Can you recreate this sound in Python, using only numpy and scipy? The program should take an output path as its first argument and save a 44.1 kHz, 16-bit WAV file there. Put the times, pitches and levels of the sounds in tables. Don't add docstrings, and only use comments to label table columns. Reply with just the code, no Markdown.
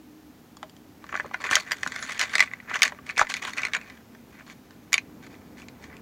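import sys
import numpy as np
from scipy import signal
from scipy.fft import rfft, irfft, next_fast_len
from scipy.io import wavfile

SR = 44100
rng = np.random.default_rng(int(sys.argv[2]) if len(sys.argv) > 2 else 0)


def transcribe(signal):
    frames = np.atleast_2d(signal).T
    limited = np.clip(frames, -1, 1)
    pcm = np.round(limited * 32767).astype(np.int16)
    wavfile.write(sys.argv[1], SR, pcm)


N = 265041
TIME = np.arange(N) / SR


def from_db(db):
    return np.exp(np.asarray(db) * (np.log(10) / 20))


def rms_one(x):
    return x / np.sqrt(np.mean(x ** 2) + 1e-20)


def level_curve(rows):
    return from_db(np.interp(TIME, *np.transpose(rows)))


def add(out, start_s, sound):
    start = int(round(start_s * SR))
    out[start:start + len(sound)] += sound[:N - start]


def band(x, low_hz, high_hz):
    return signal.sosfilt(signal.butter(3, [low_hz, high_hz], "band", fs=SR, output="sos"), x)


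def noise(spectrum, size):
    hz, db = np.transpose(spectrum)
    padded = next_fast_len(size)
    bins_hz = np.maximum(np.fft.rfftfreq(padded, 1 / SR), 1)
    colour = from_db(np.interp(np.log(bins_hz), np.log(hz), db))
    return rms_one(irfft(rfft(rng.standard_normal(padded)) * colour, padded)[:size])


def fade(t, t60):
    return np.exp(-np.log(1000) * t / t60)


def ring(clicks, hz, t60):
    decay, angle = from_db(-60 / (t60 * SR)), 2 * np.pi * hz / SR
    return signal.lfilter([0, np.sin(angle)], [1, -2 * decay * np.cos(angle), decay ** 2], clicks + 1e-18)


# frequency in Hz, relative level in dB.
HISS_COLOUR = [(100, -2.5), (2000, 3), (4000, -1.5), (6700, -3), (8500, -8.5), (10000, -8), (12500, -4.5),
               (15500, -4), (17000, -21)]


def hiss(level_db):
    return from_db(level_db) * noise(HISS_COLOUR, N)


# frequency in Hz, relative level in dB.
DRONE_COLOUR = [(20, -23), (40, -18), (65, -3), (100, -3), (160, -1.5), (205, 0.5), (255, 5), (310, -7),
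                (380, -4.5), (550, -11.5), (800, -12.5), (1500, -21), (3000, -46.5), (8000, -55)]
# time in seconds, level in dB.
DRONE_LEVELS = [(0, -54), (.8, -52.5), (2, -51), (3.8, -51), (4.85, -52.5), (5.2, -48), (5.6, -49),
                (6, -46.5)]
HUM_LEVELS = [(0, -53), (.3, -55), (.5, -60), (1, -56), (2, -67.5), (4.5, -66), (5.3, -51), (6, -70.5)]


def room_drone(hum_hz, waver_hz):
    rush = noise(DRONE_COLOUR, N)
    hum = band(rng.standard_normal(N + SR), hum_hz - waver_hz, hum_hz + waver_hz)
    hum = rms_one(hum[SR:])
    return level_curve(DRONE_LEVELS) * rush + level_curve(HUM_LEVELS) * hum


# frequency in Hz, relative level in dB.
ECHO_COLOUR = [(200, 21), (600, 1), (1200, 6), (2200, 1), (4000, 10), (7000, -1), (11000, -2.5),
               (16000, -8)]


def echoes(x, near_db, near_t60, room_db, room_t60, size=18000):
    t = np.arange(size) / SR
    arrival = np.clip(t / 0.0014 - 1, 0, 1)
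    response = 0
    for db, t60 in ((near_db, near_t60), (room_db, room_t60)):
        tail = noise(ECHO_COLOUR, size) * fade(t, t60) * arrival
        response += from_db(db) * tail / np.linalg.norm(tail)
    return signal.fftconvolve(x, response)[:N]


# start in seconds, peak level in dB, lowest and highest frequency in Hz.
BUMPS = [(1.134, -37, 200, 410), (1.243, -36, 400, 557), (1.51, -32.5, 74, 312), (1.865, -35, 135, 280),
         (2.352, -43, 74, 260), (3.209, -33, 19, 188)]


def box_bumps(t60, size=6000):
    out, t = np.zeros(N), np.arange(size) / SR
    for start_s, db, low_hz, high_hz in BUMPS:
        thud = band(rng.standard_normal(size) * fade(t, t60), low_hz, high_hz)
        add(out, start_s, from_db(db) * thud / np.abs(thud).max())
    return out


# start in seconds, pitch in Hz, level in dB, ring time in seconds.
TINGS = [(1.554, 5300, -16, 0.027), (1.554, 6300, -18, 0.048), (1.718, 12700, -42, 0.078),
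         (2.004, 10200, -50, 0.21), (2.025, 6820, -37, .12), (2.305, 9360, -59, 0.37),
         (2.816, 13900, -49, .09), (2.836, 13500, -48, .08), (3.192, 6960, -27, 0.027),
         (3.34, 5900, -52, 0.023), (4.93, 6700, -14, 0.013), (4.929, 11650, -29.5, 0.019),
         (4.942, 10700, -41.5, 0.057), (4.961, 9600, -50, 0.022)]


def bright_tings(buzz_hz, size=9000):
    out, t = np.zeros(N), np.arange(size) / SR
    for start_s, hz, db, t60 in TINGS:
        ting = rms_one(band(rng.standard_normal(size), hz - buzz_hz, hz + buzz_hz))
        add(out, start_s, from_db(db) * ting * fade(t, t60))
    return out


# time in seconds, level in dB, brightness in dB.
RUSTLE = [(0.95, -75.5, -10), (1.11, -49.5, -7), (1.3, -54.5, -10), (1.55, -47, -7), (1.75, -49, -4),
          (1.98, -40.5, -4), (2.32, -40, -5.5), (2.57, -57, -9), (2.84, -42.5, -8), (2.99, -58, -11),
          (3.2, -54.5, -9), (3.55, -49, -5.5), (3.94, -50.5, -10), (4.02, -67, -6), (6, -66, -6)]
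# start and length in seconds, level in dB, brightness in dB.
SCRAPES = [(1.146, .045, -42, -5), (1.335, .016, -39, -17), (1.405, 0.022, -39.5, -7),
           (1.439, .035, -30.5, -10), (1.503, .075, -24.5, -4.5), (1.584, 0.017, -39, 7),
           (1.665, .018, -38, -10), (1.71, .02, -35, -12), (2.089, .035, -33, -7.5), (2.193, .042, -26, -4),
           (2.335, .1, -32.5, -5), (2.678, .05, -38, -17), (2.738, .03, -28.5, -9.5), (2.783, .02, -38, -3),
           (2.824, .036, -27.5, -5.5), (3.062, .016, -44.5, -9.5), (3.093, .012, -35, -15),
           (3.176, .047, -27, -7), (3.292, 0.02, -32.5, 0.5), (3.345, .03, -38, -3),
           (3.421, 0.03, -30.5, -6), (3.473, .026, -38, -2), (3.569, .048, -36, -5.5),
           (3.631, .035, -32.5, -13), (3.738, .024, -30.5, -16), (4.326, 0.087, -52.5, -8),
           (4.466, .055, -51, -1.5), (4.926, .036, -36.5, -6), (5.227, 0.039, -50.5, -2),
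           (5.304, .05, -55, -3), (5.572, .05, -51, -3.5), (5.817, .05, -50, -3), (5.9, .09, -52, -15)]


def stirring(rise_db_per_s, fall_db_per_s, points=6000):
    t = np.linspace(0, TIME[-1], points)
    times, *columns = np.transpose(RUSTLE)
    rustle_db, rustle_bright_db = [np.interp(t, times, column) for column in columns]
    power, treble = from_db(rustle_db) ** 2, from_db(rustle_db + rustle_bright_db) ** 2
    for start_s, length_s, db, bright_db in SCRAPES:
        drop_db = np.maximum(rise_db_per_s * (start_s - t), fall_db_per_s * (t - start_s - length_s))
        scrape = from_db(db - np.clip(drop_db, 0, 100)) ** 2
        power += scrape
        treble += scrape * from_db(bright_db) ** 2
    return [np.interp(TIME, t, 10 * np.log10(curve)) for curve in (power, treble / power)]


ZONES = [(400, 1400), (1400, 3000), (3000, 16000)]
# pitch in Hz, relative level in dB, ring time in seconds.
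BOX_MODES = [(450, -18.5, 0.025), (615, -11, 0.12), (693, -9.5, 0.027), (766, -8, 0.025),
             (1084, 6.5, 0.019), (1257, 11, 0.015), (1562, 8, 0.011), (1785, 1, 0.02), (1981, 0, 0.032),
             (2254, 3, 0.019), (2450, -4.5, 0.04), (2930, -14.5, 0.016), (3000, 11.5, 0.0052),
             (3587, 2.5, 0.017), (4360, 0, 0.016), (4710, -1.5, 0.0079), (5170, -12.5, 0.026),
             (5470, -1, 0.0047), (6050, 1.5, 0.012), (6830, -9.5, 0.021), (6840, -2, 0.011),
             (6800, -3.5, 0.016), (8000, -1.5, 0.0052), (9530, -7.5, 0.0065), (9620, -18.5, 0.0051),
             (12500, -18.5, 0.0049), (13800, -17.5, .008)]


def modes_in(low_hz, high_hz):
    return [mode for mode in BOX_MODES if low_hz <= mode[0] < high_hz]


def nearness_db(hz, spot_hz, db_per_octave):
    low, high = ZONES[1]
    octaves_away = np.abs(np.log2(hz / np.clip(spot_hz, low, high)))
    return -db_per_octave * octaves_away * (low <= hz < high)


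def scratching(stir_db, bright_db, catches_per_s, friction_db, floor_db, walls_db, ceramic_db,
               finger_damping, points=120, jerks=1300):
    moments = np.linspace(0, TIME[-1], points)
    spot_hz = np.interp(moments, *np.transpose(KNOCKS)[:2])
    caught = rng.random(N) < catches_per_s / SR
    catches = caught * from_db(3.5 * np.minimum(rng.exponential(1, N), 3))
    clumps = np.interp(TIME, np.linspace(0, TIME[-1], jerks), rng.standard_normal(jerks))
    force = (rms_one(catches) + from_db(friction_db)) * from_db(3 * np.clip(clumps, -2, 2))
    out = np.zeros(N)
    for (low, high), zone_db in zip(ZONES, (floor_db, walls_db, ceramic_db + bright_db)):
        zone = 0
        for hz, db, t60 in modes_in(low, high):
            wander_db = 2.8 * rng.standard_normal(points)
            wire_db = 3.5 * max(np.log2(hz / 6000), 0)
            gain = from_db(db + wire_db + wander_db + nearness_db(hz, spot_hz, db_per_octave=5.5))
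            tone = ring(force * rng.standard_normal(N), hz, t60 / finger_damping)
            zone += np.interp(TIME, moments, gain) * tone
        out += from_db(stir_db + zone_db) * rms_one(band(zone, low, high))
    return out


def jostles(stir_db, count, centre_hz, still_db):
    stillness_db = np.minimum(stir_db - still_db, 0)
    chance = np.cumsum(from_db(0.5 * stir_db + stillness_db))
    times = np.interp(rng.random(count), chance / chance[-1], TIME)
    pitch, strength, hardness = np.clip(rng.standard_normal((count, 3)), -2, 2).T
    spot_hz = centre_hz * 2 ** (0.27 * pitch)
    knock_db = -7.5 + 0.79 * np.interp(times, TIME, stir_db) + 2 * strength
    tick_db = -5.5 + 2.5 * hardness
    return np.column_stack([times, spot_hz, knock_db, tick_db])


def chatter(times, sounds, gap_s=0.0038, loss_db=12.5, touches=3):
    out = np.zeros(N)
    for start_s, sound in zip(times, sounds):
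        for touch, stretch in enumerate(rng.uniform(.5, 1.5, touches)):
            add(out, start_s, from_db(-loss_db * touch) * sound)
            start_s += gap_s * stretch
    return out


# start in seconds, pitch of the struck spot in Hz,
# relative level in dB, and how many dB the ceramic's tick lies above that level.
KNOCKS = [(0.5692, 900, -47, 0.5), (0.6291, 1020, -32, -10), (0.6965, 1720, -63, 13.5),
          (0.766, 1720, -59, 6.5), (1.0412, 1120, -40, -13), (1.091, 1550, -37, -16),
          (1.1263, 1187, -29.5, -36), (1.142, 1210, -27, -32), (1.1533, 1580, -22.5, -42.5),
          (1.1738, 1810, -29.5, -18), (1.198, 1700, -22.5, -27.5), (1.204, 1740, -28, -33),
          (1.2452, 613, -35, -34), (1.2587, 510, -38.5, -25), (1.3112, 905, -37, -28.5),
          (1.3433, 1534, -23.5, -27), (1.441, 1940, -26, -12), (1.4913, 1850, -24, -32.5),
          (1.5116, 1260, -24.5, 0.5), (1.529, 1760, -16.5, -32), (1.5546, 1900, -17, 4.5),
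          (1.5664, 1560, -18.5, -16.5), (1.5807, 1840, -36.5, -23), (1.7106, 1860, -25.5, -12),
          (1.7183, 1860, -19.5, -4.5), (1.7302, 1960, -28.5, -8), (1.8321, 1810, -21, -9.5),
          (1.863, 1520, -24.5, -18), (1.8745, 1730, -29, -2.5), (1.9205, 1940, -30.5, -6.5),
          (1.9609, 1810, -27.5, -7.5), (2.026, 1710, -33, -2), (2.1943, 1780, -25.5, 3),
          (2.2131, 2070, -20.5, -2), (2.3378, 1830, -24, -17), (2.3539, 2000, -15, -5.5),
          (2.3818, 1880, -19, -7), (2.3942, 2080, -16, -12), (2.4047, 2030, -9.5, -8),
          (2.4242, 2110, -16.5, -24), (2.475, 2150, -36, -22), (2.5133, 2050, -36, -27),
          (2.535, 2050, -27.5, -19), (2.6012, 2090, -38, -26), (2.6972, 2020, -32.5, -13),
          (2.7136, 1110, -29, -24.5), (2.8199, 2180, -11, -5.5), (2.8312, 2720, -15.5, 2.5),
          (2.836, 1700, -16.5, -11.5), (2.8512, 2400, -22, -7.5), (2.8784, 2060, -28.5, -4),
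          (2.9212, 1240, -34, -19), (2.9874, 1250, -43, -30), (3.0919, 2450, -31, -12),
          (3.0964, 2260, -27, -25), (3.1631, 2320, -37, -8), (3.17, 2370, -26, -18),
          (3.179, 2340, -23, -3.5), (3.1935, 1660, -13.5, -11.5), (3.2135, 1030, -11, -20),
          (3.2218, 690, -27, -15), (3.2695, 1970, -32.5, -13), (3.3097, 2600, -31, -12),
          (3.34, 2060, -24, -1.5), (3.367, 2440, -30, -6), (3.5341, 2070, -32.5, -5),
          (3.5829, 2500, -23, -15), (3.6328, 2370, -23, -15), (3.651, 2210, -21.5, -9),
          (3.7347, 2280, -22.5, -5), (3.7489, 2340, -20, -8.5), (3.813, 2300, -39.5, -10),
          (4.1486, 1560, -49, -9), (4.407, 1500, -43.5, -24), (4.708, 1290, -51, -4.5),
          (4.9224, 1910, -37.5, -6), (4.93, 2110, -17.5, -1), (4.9411, 2300, -13, -3),
          (4.9801, 2360, -18.5, -11.5), (5.6844, 2290, -44, -1.5)]


def resistor_knocks(rows, level_db, crack_db, crack_t60, spot_db, swell_s, box_detune, ceramic_detune,
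                    even_hz=1280, size=1600):
    times, spot_hz, knock_db, tick_db = np.transpose(rows)[:, :, None]
    depth_db = 23 * np.log2(even_hz / spot_hz)
    floor_db, walls_db = np.minimum(depth_db, 0), np.minimum(-depth_db, 0)
    t = np.arange(size) / SR
    swell = (t / swell_s * np.exp(1 - t / swell_s)) ** 2
    spot = from_db(spot_db) * swell * np.sin(2 * np.pi * spot_hz * t)
    detunes = (box_detune, box_detune, ceramic_detune)
    sounds = 0
    for (low, high), zone_db, detune in zip(ZONES, (floor_db, walls_db, tick_db), detunes):
        crack = band(rng.standard_normal((len(times), size)), 1300, 8200) * fade(t, crack_t60)
        zone = from_db(crack_db) * crack + spot * ((low <= spot_hz) & (spot_hz < high))
        for hz, db, t60 in modes_in(low, high):
            strength, side, shift = rng.standard_normal((len(times), 3)).T[:, :, None]
            lift_db = max(np.log2(hz / 4000), 0)
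            gain = from_db(db + lift_db + 3 * strength + nearness_db(hz, spot_hz, db_per_octave=22))
            tone = np.sign(side) * np.sin(2 * np.pi * hz * (1 + detune * shift) * t)
            zone += gain * tone * fade(t, t60)
        zone = band(zone, low, high)
        attack_rms = np.sqrt(np.mean(zone[:, :200] ** 2, axis=1, keepdims=True))
        sounds += zone * from_db(level_db + knock_db + zone_db) / attack_rms
    return chatter(times[:, 0], sounds)


def microphone(x, knee_hz, top_db):
    corners_hz = [0, knee_hz, knee_hz + 900, SR / 2]
    response = signal.firwin2(41, corners_hz, from_db([0, 0, top_db, top_db]), fs=SR)
    return np.convolve(x, response, "same")


def scene():
    stir_db, bright_db = stirring(rise_db_per_s=3995, fall_db_per_s=601.5)
    small_knocks = jostles(stir_db, count=55, centre_hz=1950, still_db=-46)
    knocks = resistor_knocks(np.vstack([KNOCKS, small_knocks]), level_db=-0.65, crack_db=1.5,
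                             crack_t60=0.019, spot_db=8.5, swell_s=0.001,
                             box_detune=0.042, ceramic_detune=0.084)
    scratches = scratching(stir_db, bright_db, catches_per_s=950, friction_db=-7.5,
                           floor_db=-8.5, walls_db=-1.5, ceramic_db=-3, finger_damping=1.56)
    box = microphone(knocks + scratches, knee_hz=7360, top_db=-3) + bright_tings(buzz_hz=450)
    box += echoes(box, near_db=-13.5, near_t60=0.075, room_db=-36.5, room_t60=0.24)
    background = room_drone(hum_hz=305.7, waver_hz=10) + hiss(level_db=-61.5)
    return (background + box_bumps(t60=0.036) + box)[None]


def record(dry):
    rounded = dry / (1 + (dry / .88) ** 6) ** (1 / 6)
    return signal.sosfilt(signal.ellip(10, .2, 70, 16000, fs=SR, output="sos"), rounded)


dry = scene()
out = record(dry)
transcribe(out)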